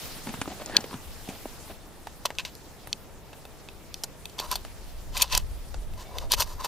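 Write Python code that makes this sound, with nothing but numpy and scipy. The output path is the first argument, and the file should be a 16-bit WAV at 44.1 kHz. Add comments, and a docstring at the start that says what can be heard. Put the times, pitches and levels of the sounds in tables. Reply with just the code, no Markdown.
"""Shells being thumbed into a shotgun's magazine tube are the main sound, outdoors on snow.
Their rims click and slide on steel: short bursts and dense grit ring the steel and the hollow tube.
The person's stiff jacket rustles and knocks close by: grains of slipping cloth and soft padded blows.
A slow push adds a hollow drag and faint squeaks; far rumble, hiss and gusts are shaped noise below."""
import sys
import numpy as np
from scipy import signal
from scipy.io import wavfile
from scipy.ndimage import map_coordinates

SR = 44100
rng = np.random.default_rng(int(sys.argv[2]) if len(sys.argv) > 2 else 0)


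def wrap_up_sound(samples):
    """Save the sound to the file named by the first command line argument, as 16-bit audio."""
    columns = np.atleast_2d(samples).T
    # keep every value between -1 and 1, then stretch to whole-number steps
    tamed = np.clip(columns, -1, 1)
    steps = np.round(tamed * 32767).astype(np.int16)
    wavfile.write(sys.argv[1], SR, steps)


N = 294367
TIME = np.arange(N) / SR

# background of jacket rustle, hiss and far rumble, louder early and quieter after 1.76 s:
# start_s, hiss_db, rumble_db
AIR_LEVELS = [(0, -39, -44.5), (.3, -43.5, -47), (.69, -46.5, -47), (1.4, -48.5, -49.5), (1.7, -47, -48),
              (1.76, -55, -49.5), (4.1, -55, -49.5), (4.57, -52, -50), (6.67, -56.5, -49)]
# gusts on the microphone: start_s, level_db
WIND_LEVELS = [(0, -45), (.37, -49.5), (1.26, -49), (4.36, -50.5), (4.55, -43.5), (4.75, -47), (5.1, -31.5),
               (5.28, -40), (5.35, -27), (5.5, -32.5), (5.7, -38), (5.79, -29.5), (5.84, -36), (5.93, -29),
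               (6.02, -44), (6.21, -34), (6.3, -34.5), (6.39, -27), (6.52, -38), (6.67, -48)]
# noise spectra, relative: pitch_hz, level_db (per Hz)
HISS_SPECTRUM = [(700, -3.5), (1500, -3), (2500, -3), (5000, -3), (9000, -5), (12000, -11.5), (15000, -1)]
RUMBLE_SPECTRUM = [(60, 4.5), (130, 2), (250, -2), (500, -3.5), (800, -7.5), (1200, -13.5), (2000, -18),
                   (4000, -29)]
GUST_SPECTRUM = [(18, 7.5), (35, -1), (60, -4), (100, -15.5), (170, -29.5), (300, -74)]
# how alike left and right are in the noises: pitch_hz, likeness (no unit; 1 = the same)
LEFT_RIGHT_LIKENESS = [(30, 0.11), (80, 0.15), (150, 0.52), (380, 0.69), (950, 0.76), (2400, 0.47),
                       (6000, 0.34), (15000, 0.016)]
# stiff cloth rubbing, one row a movement: full_level_s, rise_s, hold_s, fall_t60_s, level_db, creak_hz
RUSTLE_MOVES = [(.265, 0.0074, 0.017, 0.23, -39.5, 830), (0.475, .01, 0.058, 0.081, -43.5, 726),
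                (0.605, 0.041, 0.011, 0.13, -38, 634), (0.68, 0.053, .02, 0.055, -44, 686),
                (0.756, 0.072, 0.0098, 0.063, -30, 1680), (0.77, 0.028, 0.029, 0.33, -43, 890),
                (0.916, 0.056, 0.0068, .2, -46, 1030), (1.281, 0.022, 0.088, .12, -44, 705),
                (1.703, .02, 0.013, 0.033, -41, 690)]
# soft knocks of hand and jacket: start_s, level_db, pitch_hz, bright_edge_db (relative), t60_s
SOFT_KNOCKS = [(0.27, -24.5, 237, -2, 0.018), (0.338, -27.5, 1080, -0.5, 0.074),
               (0.339, -32.5, 124, -30, 0.071), (0.288, -27.5, 230, -4, 0.088),
               (0.385, -34, 108, -30, 0.068), (0.414, -21.5, 265, 5.5, 0.033),
               (0.455, -29, 1180, -11, 0.037), (0.475, -22.5, 270, -32, 0.063),
               (0.618, -35, 1100, 4, 0.025), (0.695, -26, 670, -25, 0.075), (0.786, -24.5, 240, -11, 0.029),
               (0.84, -27.5, 467, -0.5, 0.046), (0.928, -28, 1010, -31, 0.15), (0.94, -26, 229, -4, 0.021),
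               (0.95, -30.5, 117, -30, 0.14), (1.287, -25, 253, -8.5, 0.12),
               (1.454, -21.5, 610, -43, 0.043), (1.697, -34, 689, -29, 0.057)]
# shell and steel contacts: start_s, level_db, snap_hz, shell_body_db (relative),
# treble_db (relative), chatter_t60_s
SHELL_CLICKS = [(0.6604, -19.5, 7200, -26, -18, 0.015), (0.7672, 2, 4240, -24, -15, 0.0084),
                (0.806, -28, 5500, -4, -19, 0.036), (2.071, -44, 2250, 20.5, -4, 0.036),
                (2.2578, -12, 4970, -4, -6.5, 0.0039), (2.3045, -32, 1890, 10, -13, 0.039),
                (2.352, -40, 4000, 5, -11, 0.016), (2.3855, -13.5, 2730, -11.5, -20, 0.012),
                (2.397, -25, 2600, -20, -25, 0.012), (2.451, -18, 2720, -12, -30, 0.014),
                (2.552, -34, 4800, -25, -1.5, 0.0058), (2.8727, -50, 1720, 22, 15, 0.03),
                (2.9291, -9, 4070, -51, -43, 0.0044), (3.3313, -42, 2800, 9, -27, 0.056),
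                (3.4531, -40, 2640, 10, -1, 0.02), (3.6874, -30, 2900, -3, -33.5, 0.015),
                (3.9422, -19, 3980, -16, -14, 0.011), (4.0364, -15.5, 5000, -17, -8.5, 0.028),
                (4.0408, -19, 7400, -5, -17, 0.031), (4.2553, -24.5, 3130, -10, -8.5, 0.014),
                (4.297, -37, 4500, -15, -8, 0.015), (4.39, -19, 3470, -14, -31, 0.027),
                (4.397, -19, 3980, -20, -26, 0.031), (4.4004, -29, 6230, 8, 1.5, 0.019),
                (4.5153, -16.5, 4940, -32, 1, 0.0039), (4.556, -16, 3700, -5.5, -6, 0.027),
                (4.65, -48.5, 2230, 23.5, 4, 0.024), (5.1682, -17, 2930, -10, -12, 0.036),
                (5.175, -19, 6350, -28, -3, 0.032), (5.212, -18.5, 2720, -20, -9, 0.019),
                (5.2187, -8, 7000, -31, -17, 0.03), (5.221, -6, 3650, -14, -2.5, 0.03),
                (5.2257, -9, 4160, -15, -17, 0.023), (5.279, -33, 3930, -25, -25, 0.008),
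                (5.3252, -14.5, 4000, -26, -18, 0.026), (5.3505, -5.5, 4460, -12.5, -11.5, 0.019),
                (5.3771, -6.5, 6300, -9, -7, 0.0042), (5.7437, -37, 3280, 12.5, -25, 0.026),
                (5.937, -41, 3030, 4, -3, 0.011), (6.1846, -17.5, 3260, -32, -12.5, 0.012),
                (6.319, -7.5, 4060, -19, -3.5, 0.021), (6.337, -12.5, 3800, -1, -6.5, 0.026),
                (6.405, -11.5, 4670, -12, -3, 0.053), (6.4213, -14.5, 2100, -3, -13, 0.008),
                (6.6474, -28, 5170, 6, 3, 0.027)]
# resonances of receiver, spring and shell: pitch_hz, width_hz, level_db
STEEL_MODES = [(1520, 150, 0), (2100, 450, -5), (2600, 90, 4.5), (3040, 150, -1), (3520, 200, -5),
               (3950, 180, -2), (4380, 190, -1.5), (4830, 180, -1), (5600, 300, -4), (6250, 350, -2),
               (6950, 200, -2)]
# treble resonances of the same contacts: pitch_hz, width_hz, level_db
STEEL_TREBLE_MODES = [(8620, 350, 7), (9370, 620, 3.5), (12130, 1830, 12), (12760, 4860, 6),
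                      (16100, 430, 3)]
# dull body of a struck shell and the tube behind it: pitch_hz, width_hz, level_db
SHELL_MODES = [(755, 600, -1.4), (1003, 92, -1.6)]
# shell sliding on steel, one row a stroke: full_pressure_s, rise_s, hold_s, fall_t60_s, level_db,
# pitch_hz, tube_db (relative)
SLIDE_STROKES = [(2.253, 0.001, 0.0039, 0.048, -33, 3140, -2),
                 (2.386, 0.0023, 0.018, 0.057, -39.5, 2520, -6.5),
                 (2.45, 0.00081, 0.0025, 0.13, -39, 3300, -11.5),
                 (4.384, 0.0083, 0.017, 0.065, -42.5, 3570, 4),
                 (4.411, 0.0074, 0.046, 0.088, -51.5, 4100, 9),
                 (4.497, 0.038, 0.012, 0.027, -49.5, 4200, 1),
                 (4.514, 0.0065, 0.0053, 0.16, -35.5, 4030, 2.5),
                 (5.159, 0.039, 0.072, 0.096, -38, 3600, -1), (5.241, .01, 0.078, 0.043, -57.5, 3460, 1),
                 (5.322, 0.037, 0.048, 0.12, -36, 3170, 1.5),
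                 (5.376, 0.0051, 0.00088, 0.011, -22.5, 5200, -28),
                 (5.992, 0.061, 0.03, 0.12, -53.5, 3870, 5.5), (6.184, 0.19, 0.049, 0.13, -52.5, 4000, 7.5),
                 (6.316, 0.018, 0.03, 0.024, -28.5, 3500, -2), (6.394, 0.034, 0.028, 0.062, -31, 4420, 4),
                 (6.471, 0.047, 0.061, 0.17, -53, 4550, 6), (6.599, 0.021, 0.024, 0.03, -53.5, 4030, 12.5),
                 (6.647, 0.027, .008, 0.051, -36, 3730, 1.5)]
# air in the magazine tube: pitch_hz, width_hz, level_db
TUBE_MODES = [(593, 72, -9), (704, 63, -14), (992, 110, 2)]
# hollow body of a shell pushed slowly along the port: start_s, pitch_hz, level_db
DRAG_PATH = [(5.97, 557, -64), (6.05, 740, -54), (6.14, 600, -47.5), (6.26, 615, -50), (6.33, 520, -52)]
# faint rising tones in one slow stroke: full_level_s, rise_s, hold_s, fall_t60_s, level_db, pitch_hz
SQUEAK_TONES = [(6.055, .03, .085, .05, -63, 2250), (6.05, .03, .21, .05, -65, 3540)]

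WIND_PAN_DB = 1.5   # the left port is more exposed
RISE_DB = 30.5      # a movement swells up from this far below its level
CREAK_DB_PER_OCTAVE, CREAK_WANDERS_OCTAVES = -45, .12   # fall-off around the creak, and its wandering
FOLDS_DB, FOLDS_DB_PER_OCTAVE = -12, -1                 # the other folds, level given at 600 Hz
GRIT_PER_S, GRIT_SPREAD_DB = 4300, 2
GRIP_SPREAD_DB = 1.5     # each grip damps other modes
TUBE_FLUTTER_DB = 4      # the shell opens and blocks the tube as it moves
SLIDE_TREBLE_DB, TREBLE_DB_PER_OCTAVE = -5, 14   # treble of a 4 kHz stroke; brighter strokes carry more
RASP_DB, TREBLE_RASP_DB = 1.5, -2   # bare rasp beside the steel modes and beside their treble
DRAG_LOWPASS_HZ = 130    # the band reaches this far to each side of its pitch
SQUEAK_HZ_PER_S, SQUEAK_WAVER_HZ, SQUEAK_FLUTTER_DB = 600, 30, 2.5
# the person leans in on one side: left leads, until the step back brings both sides level in time
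SIDE_LEAD_S, STEP_FROM_S, STEP_TO_S = .000043, .9, 1.1
PAN_DB = 0.64            # left stays this much louder throughout
ECHO_S, ECHO_DB = 0.0049, -22
SCATTER_DB, SCATTER_HZ = -6, 6750
SCATTER_PER_S = 9.7      # hands and sleeves keep moving


def amp(db):
    """Turn a level in dB into a gain."""
    return 10 ** (np.asarray(db) / 20)


def rms_one(x):
    """Scale to an average strength (rms) of 1."""
    return x / np.sqrt(np.mean(x ** 2) + 1e-20)


def peak_one(x):
    """Scale to a peak of 1."""
    return x / np.max(np.abs(x))


def in_time(rows):
    """Draw straight lines between the rows of a table, giving one value per sample and column."""
    s, *columns = np.transpose(rows)
    return np.array([np.interp(TIME, s, c) for c in columns])


def at_hz(points, hz):
    """Read a spectrum at a pitch, with pitch on a log axis."""
    table = np.array(points)
    return np.interp(np.log(hz), np.log(table[:, 0]), table[:, 1])


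def drift(rate):
    """Slow random wandering of spread 1: smoothed noise, made once every 40 samples."""
    r = np.exp(-80 * np.pi * rate / SR)
    white = rng.standard_normal(N // 40 + 2002)
    slow = signal.lfilter([1], [1, -2 * r, r * r], white)[2000:]   # skip the filter's start
    return np.interp(np.arange(N) / 40, np.arange(len(slow)), rms_one(slow))


def resonate(x, modes, extra_db=0):
    """Ring several resonances side by side, with alternating signs; narrow ones ring longer."""
    out = 0
    extra_db = extra_db + np.zeros(len(modes))
    for k, ((hz, width, db), more_db) in enumerate(zip(modes, extra_db)):
        r = np.exp(-np.pi * width / SR)
        poles = [1, -2 * r * np.cos(2 * np.pi * hz / SR), r * r]
        ring = signal.lfilter([(1 - r * r) / 2, 0, (r * r - 1) / 2], poles, x)
        out = out + (-1) ** k * amp(db + more_db) * ring
    return out


def add(out, sound, s):
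    """Mix a short sound in at time s."""
    at = round(s * SR)
    out[at:at + len(sound)] += sound[:N - at]


def movement(s, rise_s, hold_s, t60, db):
    """Span and gain of a movement that swells, holds and dies away."""
    rise_s, hold_s, t60 = np.maximum([rise_s, hold_s, t60], .001)
    span = slice(int((s - rise_s) * SR), min(int((s + hold_s + t60) * SR), N))
    t = TIME[span] - s
    swell_db = RISE_DB * np.minimum(t / rise_s, 0)
    fall_db = -60 * np.maximum(t - hold_s, 0) / t60
    return span, amp(db + swell_db + fall_db)


def grit(per_s, spread_db, clumps_db):
    """Tiny random contacts of uneven size that come in louder and softer clumps."""
    sizes = amp(spread_db * np.minimum(rng.exponential(1, N), 5)) * rng.choice([-1, 1], N)
    touching = rng.random(N) < per_s / SR
    return sizes * touching * amp(clumps_db * drift(71)) + 1e-18


def banded_noise(spectrum, patchy_db, flicker):
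    """Half-octave bands of stereo noise, each with its own level, flicker and likeness; rms 1."""
    lowest = spectrum[0][0]
    edges = lowest * 2 ** np.arange(0, np.log2(16000 / lowest), .5)
    out, together, white = 0, drift(1.16), rng.standard_normal((2, 2, N))
    for k, low in enumerate(edges[edges < spectrum[-1][0]]):
        high = min(low * np.sqrt(2), .45 * SR)
        band = signal.butter(2, [low, high], "band", fs=SR, output="sos")
        mid, side = signal.sosfilt(band, white[k % 2])   # neighbouring bands use separate noise
        hz = np.sqrt(low * high)
        alike = np.clip(at_hz(LEFT_RIGHT_LIKENESS, hz), -1, 1)
        gain = amp(at_hz(spectrum, hz) + patchy_db * (.4 * together + drift(flicker)))
        out = out + gain * (np.sqrt(1 + alike) * mid + np.sqrt(1 - alike) * side * [[1], [-1]])
    return rms_one(out)


def air():
    """Jacket rustle, hiss and far rumble: two wide stereo noises, louder early and quieter later."""
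    hiss_db, rumble_db = in_time(AIR_LEVELS)
    hiss = amp(hiss_db) * banded_noise(HISS_SPECTRUM, patchy_db=2.0, flicker=11.0)
    return hiss + amp(rumble_db) * banded_noise(RUMBLE_SPECTRUM, patchy_db=.6, flicker=9)


def wind():
    """Gusts press on the microphone as deep, patchy noise, stronger at the left port."""
    ports = amp([[WIND_PAN_DB / 2], [-WIND_PAN_DB / 2]])
    gusts = banded_noise(GUST_SPECTRUM, patchy_db=3.5, flicker=16.0)
    return ports * amp(in_time(WIND_LEVELS)[0]) * gusts


def rustle():
    """Folds of cloth slip in clumped grains; folds near the creak pitch speak loudest."""
    slips, out = grit(1500, 3.5, clumps_db=3), np.zeros(N)
    pitches = np.geomspace(200, 4500, num=32)   # one per fold, in Hz
    folds = np.array([(-1) ** k * rms_one(resonate(slips, [(hz, .09 * hz, 0)]))
                      for k, hz in enumerate(pitches)])
    others_db = FOLDS_DB + FOLDS_DB_PER_OCTAVE * np.log2(pitches / 600)
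    wander = CREAK_WANDERS_OCTAVES * drift(45)
    for *shape, creak_hz in RUSTLE_MOVES:
        span, level = movement(*shape)
        octaves_off = np.abs(np.log2(creak_hz / pitches)[:, None] + wander[span])
        fold_db = np.maximum(CREAK_DB_PER_OCTAVE * octaves_off, others_db[:, None])
        out[span] += level * np.sum(amp(fold_db) * folds[:, span], axis=0)
    return out


def knocks():
    """A soft blow on padded cloth: a push and a dying puff around one dull pitch, with a bright edge."""
    out, t = np.zeros(N), np.arange(6000) / SR
    chance = rng.standard_normal((len(SOFT_KNOCKS), len(t)))
    for (s, db, hz, bright_db, t60), draw in zip(SOFT_KNOCKS, chance):
        soft_start = np.minimum(t / 0.00086, 1) ** 2
        force = draw * amp(-60 * t / max(t60, .002)) * soft_start + 1e-18
        # the push, once the padding is pressed flat
        force += 1.75 * np.exp(-((t - .0025) / 0.00023) ** 2)
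        body = resonate(force, [(hz, 0.26 * hz, 0), (250, 60, -2), (0.57 * hz, hz, -14)])
        edge = resonate(force, [(2090, 4940, -0.71), (2780, 4350, -1.36)])
        add(out, amp(db) * (peak_one(body) + amp(bright_db) * peak_one(edge)), s)
    return out


def steel(force, hz, chance_db=0):
    """Ring the steel modes, strongest near the pitch that the contact excites."""
    octaves_off = np.abs(np.log2(np.array(STEEL_MODES)[:, 0] / hz))
    return resonate(force, STEEL_MODES, -13 * octaves_off + chance_db)


def clicks():
    """A hard touch and a few ms of uneven bounces: a broad snap, with steel and shell ringing behind."""
    out, t = np.zeros(N), np.arange(3000) / SR
    chance = rng.standard_normal((len(SHELL_CLICKS), 3100))   # bounces, then chance for the modes
    for (s, db, hz, body_db, treble_db, t60), draw in zip(SHELL_CLICKS, chance):
        bounces = draw[:len(t)]
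        force = bounces * np.abs(bounces) * amp(-60 * t / max(t60, .001)) + 1e-18
        treble_chance_db = 1.0 * draw[len(t):][:len(STEEL_TREBLE_MODES)]
        treble = resonate(force, STEEL_TREBLE_MODES, treble_chance_db)   # the chatter is bright
        force[0] = 16      # the first touch is the hardest
        broad = [(hz, 0.85 * hz, 0)]
        snap = peak_one(resonate(resonate(force, broad), broad))
        ring = peak_one(steel(force, hz, 1.5 * draw[-len(STEEL_MODES):]))
        sound = peak_one(snap + amp(-4.5) * ring)
        sound += amp(treble_db) * peak_one(treble)
        sound += amp(body_db) * peak_one(resonate(force, SHELL_MODES))
        add(out, amp(db) * sound, s)
    return out


def slides():
    """Dense grit, shed as a shell rubs along steel, rings steel and tube."""
    rub = grit(GRIT_PER_S, GRIT_SPREAD_DB, clumps_db=2.2)
    tube = rms_one(resonate(rub, TUBE_MODES))
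    tube = rms_one(tube * amp(TUBE_FLUTTER_DB * drift(30)))
    # the same contacts with random signs, so that rasp and ringing do not cancel
    loose = rub * rng.choice([-1, 1], N)
    bare = signal.sosfilt(signal.butter(3, 8200, "high", fs=SR, output="sos"), loose)
    treble = rms_one(resonate(rub, STEEL_TREBLE_MODES)) + amp(TREBLE_RASP_DB) * rms_one(bare)
    out = np.zeros(N)
    grips = GRIP_SPREAD_DB * rng.standard_normal((len(SLIDE_STROKES), len(STEEL_MODES)))
    for (*shape, hz, tube_db), grip_db in zip(SLIDE_STROKES, grips):
        span, level = movement(*shape)
        treble_db = SLIDE_TREBLE_DB + TREBLE_DB_PER_OCTAVE * np.log2(hz / 4000)
        rasp = resonate(resonate(loose[span], [(hz, 1.2 * hz, 0)]), [(hz, 2 * hz, 0)])
        stroke = rms_one(steel(rub[span], hz, grip_db)) + amp(RASP_DB) * rms_one(rasp)
        stroke += amp(tube_db) * tube[span] + amp(treble_db) * treble[span]
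        out[span] += level * stroke
    return out


def drag():
    """A band of clumped grit around a pitch that moves with the shell."""
    hz, db = in_time(DRAG_PATH)
    lowpass = signal.butter(2, DRAG_LOWPASS_HZ, fs=SR, output="sos")
    slow = signal.sosfilt(lowpass, grit(3000, 2.5, clumps_db=2))
    moving = (TIME > DRAG_PATH[0][0]) & (TIME < DRAG_PATH[-1][0])
    # multiplying by a sine lifts the slow grit up to the moving pitch
    return moving * amp(db) * rms_one(slow * np.sin(2 * np.pi * np.cumsum(hz) / SR))


def squeaks():
    """Wavering, fluttering near sines that climb slowly."""
    out = np.zeros(N)
    for *shape, hz in SQUEAK_TONES:
        span, level = movement(*shape)
        climb = SQUEAK_HZ_PER_S * (TIME[span] - shape[0])
        pitch = hz + climb + SQUEAK_WAVER_HZ * drift(60)[span]
        flutter = amp(SQUEAK_FLUTTER_DB * drift(40)[span])
        tone = np.sqrt(2) * np.sin(2 * np.pi * np.cumsum(pitch) / SR)
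        out[span] += level * flutter * tone
    return out


def nearby(x):
    """Direction sets lead and balance; the ground returns a dull echo; treble scatters to each side."""
    lead_s = np.interp(TIME, [STEP_FROM_S, STEP_TO_S], [SIDE_LEAD_S, 0])
    late = map_coordinates(x, [np.arange(N) - lead_s * SR], order=3)
    pair = np.array([x, late]) * amp([[PAN_DB / 2], [-PAN_DB / 2]])
    delayed = np.pad(pair, ((0, 0), (round(ECHO_S * SR), 0)))[:, :N]
    echo = signal.lfilter([.5], [1, -.5], delayed)
    t = np.arange(220) / SR
    scatter = rms_one(rng.standard_normal(len(t)) * amp(-60 * t / 0.0086)) / np.sqrt(len(t))
    bright = signal.sosfilt(signal.butter(2, SCATTER_HZ, "high", fs=SR, output="sos"), x)
    side = amp(SCATTER_DB) * drift(SCATTER_PER_S) * signal.lfilter(scatter, [1], bright)
    return pair + amp(ECHO_DB) * echo + side * [[1], [-1]]   # opposite signs left and right


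def scene():
    """Gun and jacket in front, with air and wind around."""
    around = air() + wind()
    jacket = rustle() + knocks()
    gun = clicks() + slides() + drag() + squeaks()
    return nearby(jacket + gun) + around


def record(dry):
    """Limit the peaks, then soften the top from about 16 kHz and cut it at 16640 Hz."""
    soften = signal.cheby2(8, 16, 1.02 * 15700, fs=SR, output="sos")   # 16 dB down
    cutoff = signal.cheby2(12, 70, 16640, fs=SR, output="sos")         # 70 dB down
    dull = signal.sosfilt(soften, np.clip(dry, -1, 1))
    return signal.sosfilt(cutoff, dull)


dry = scene()
out = record(dry)
wrap_up_sound(out)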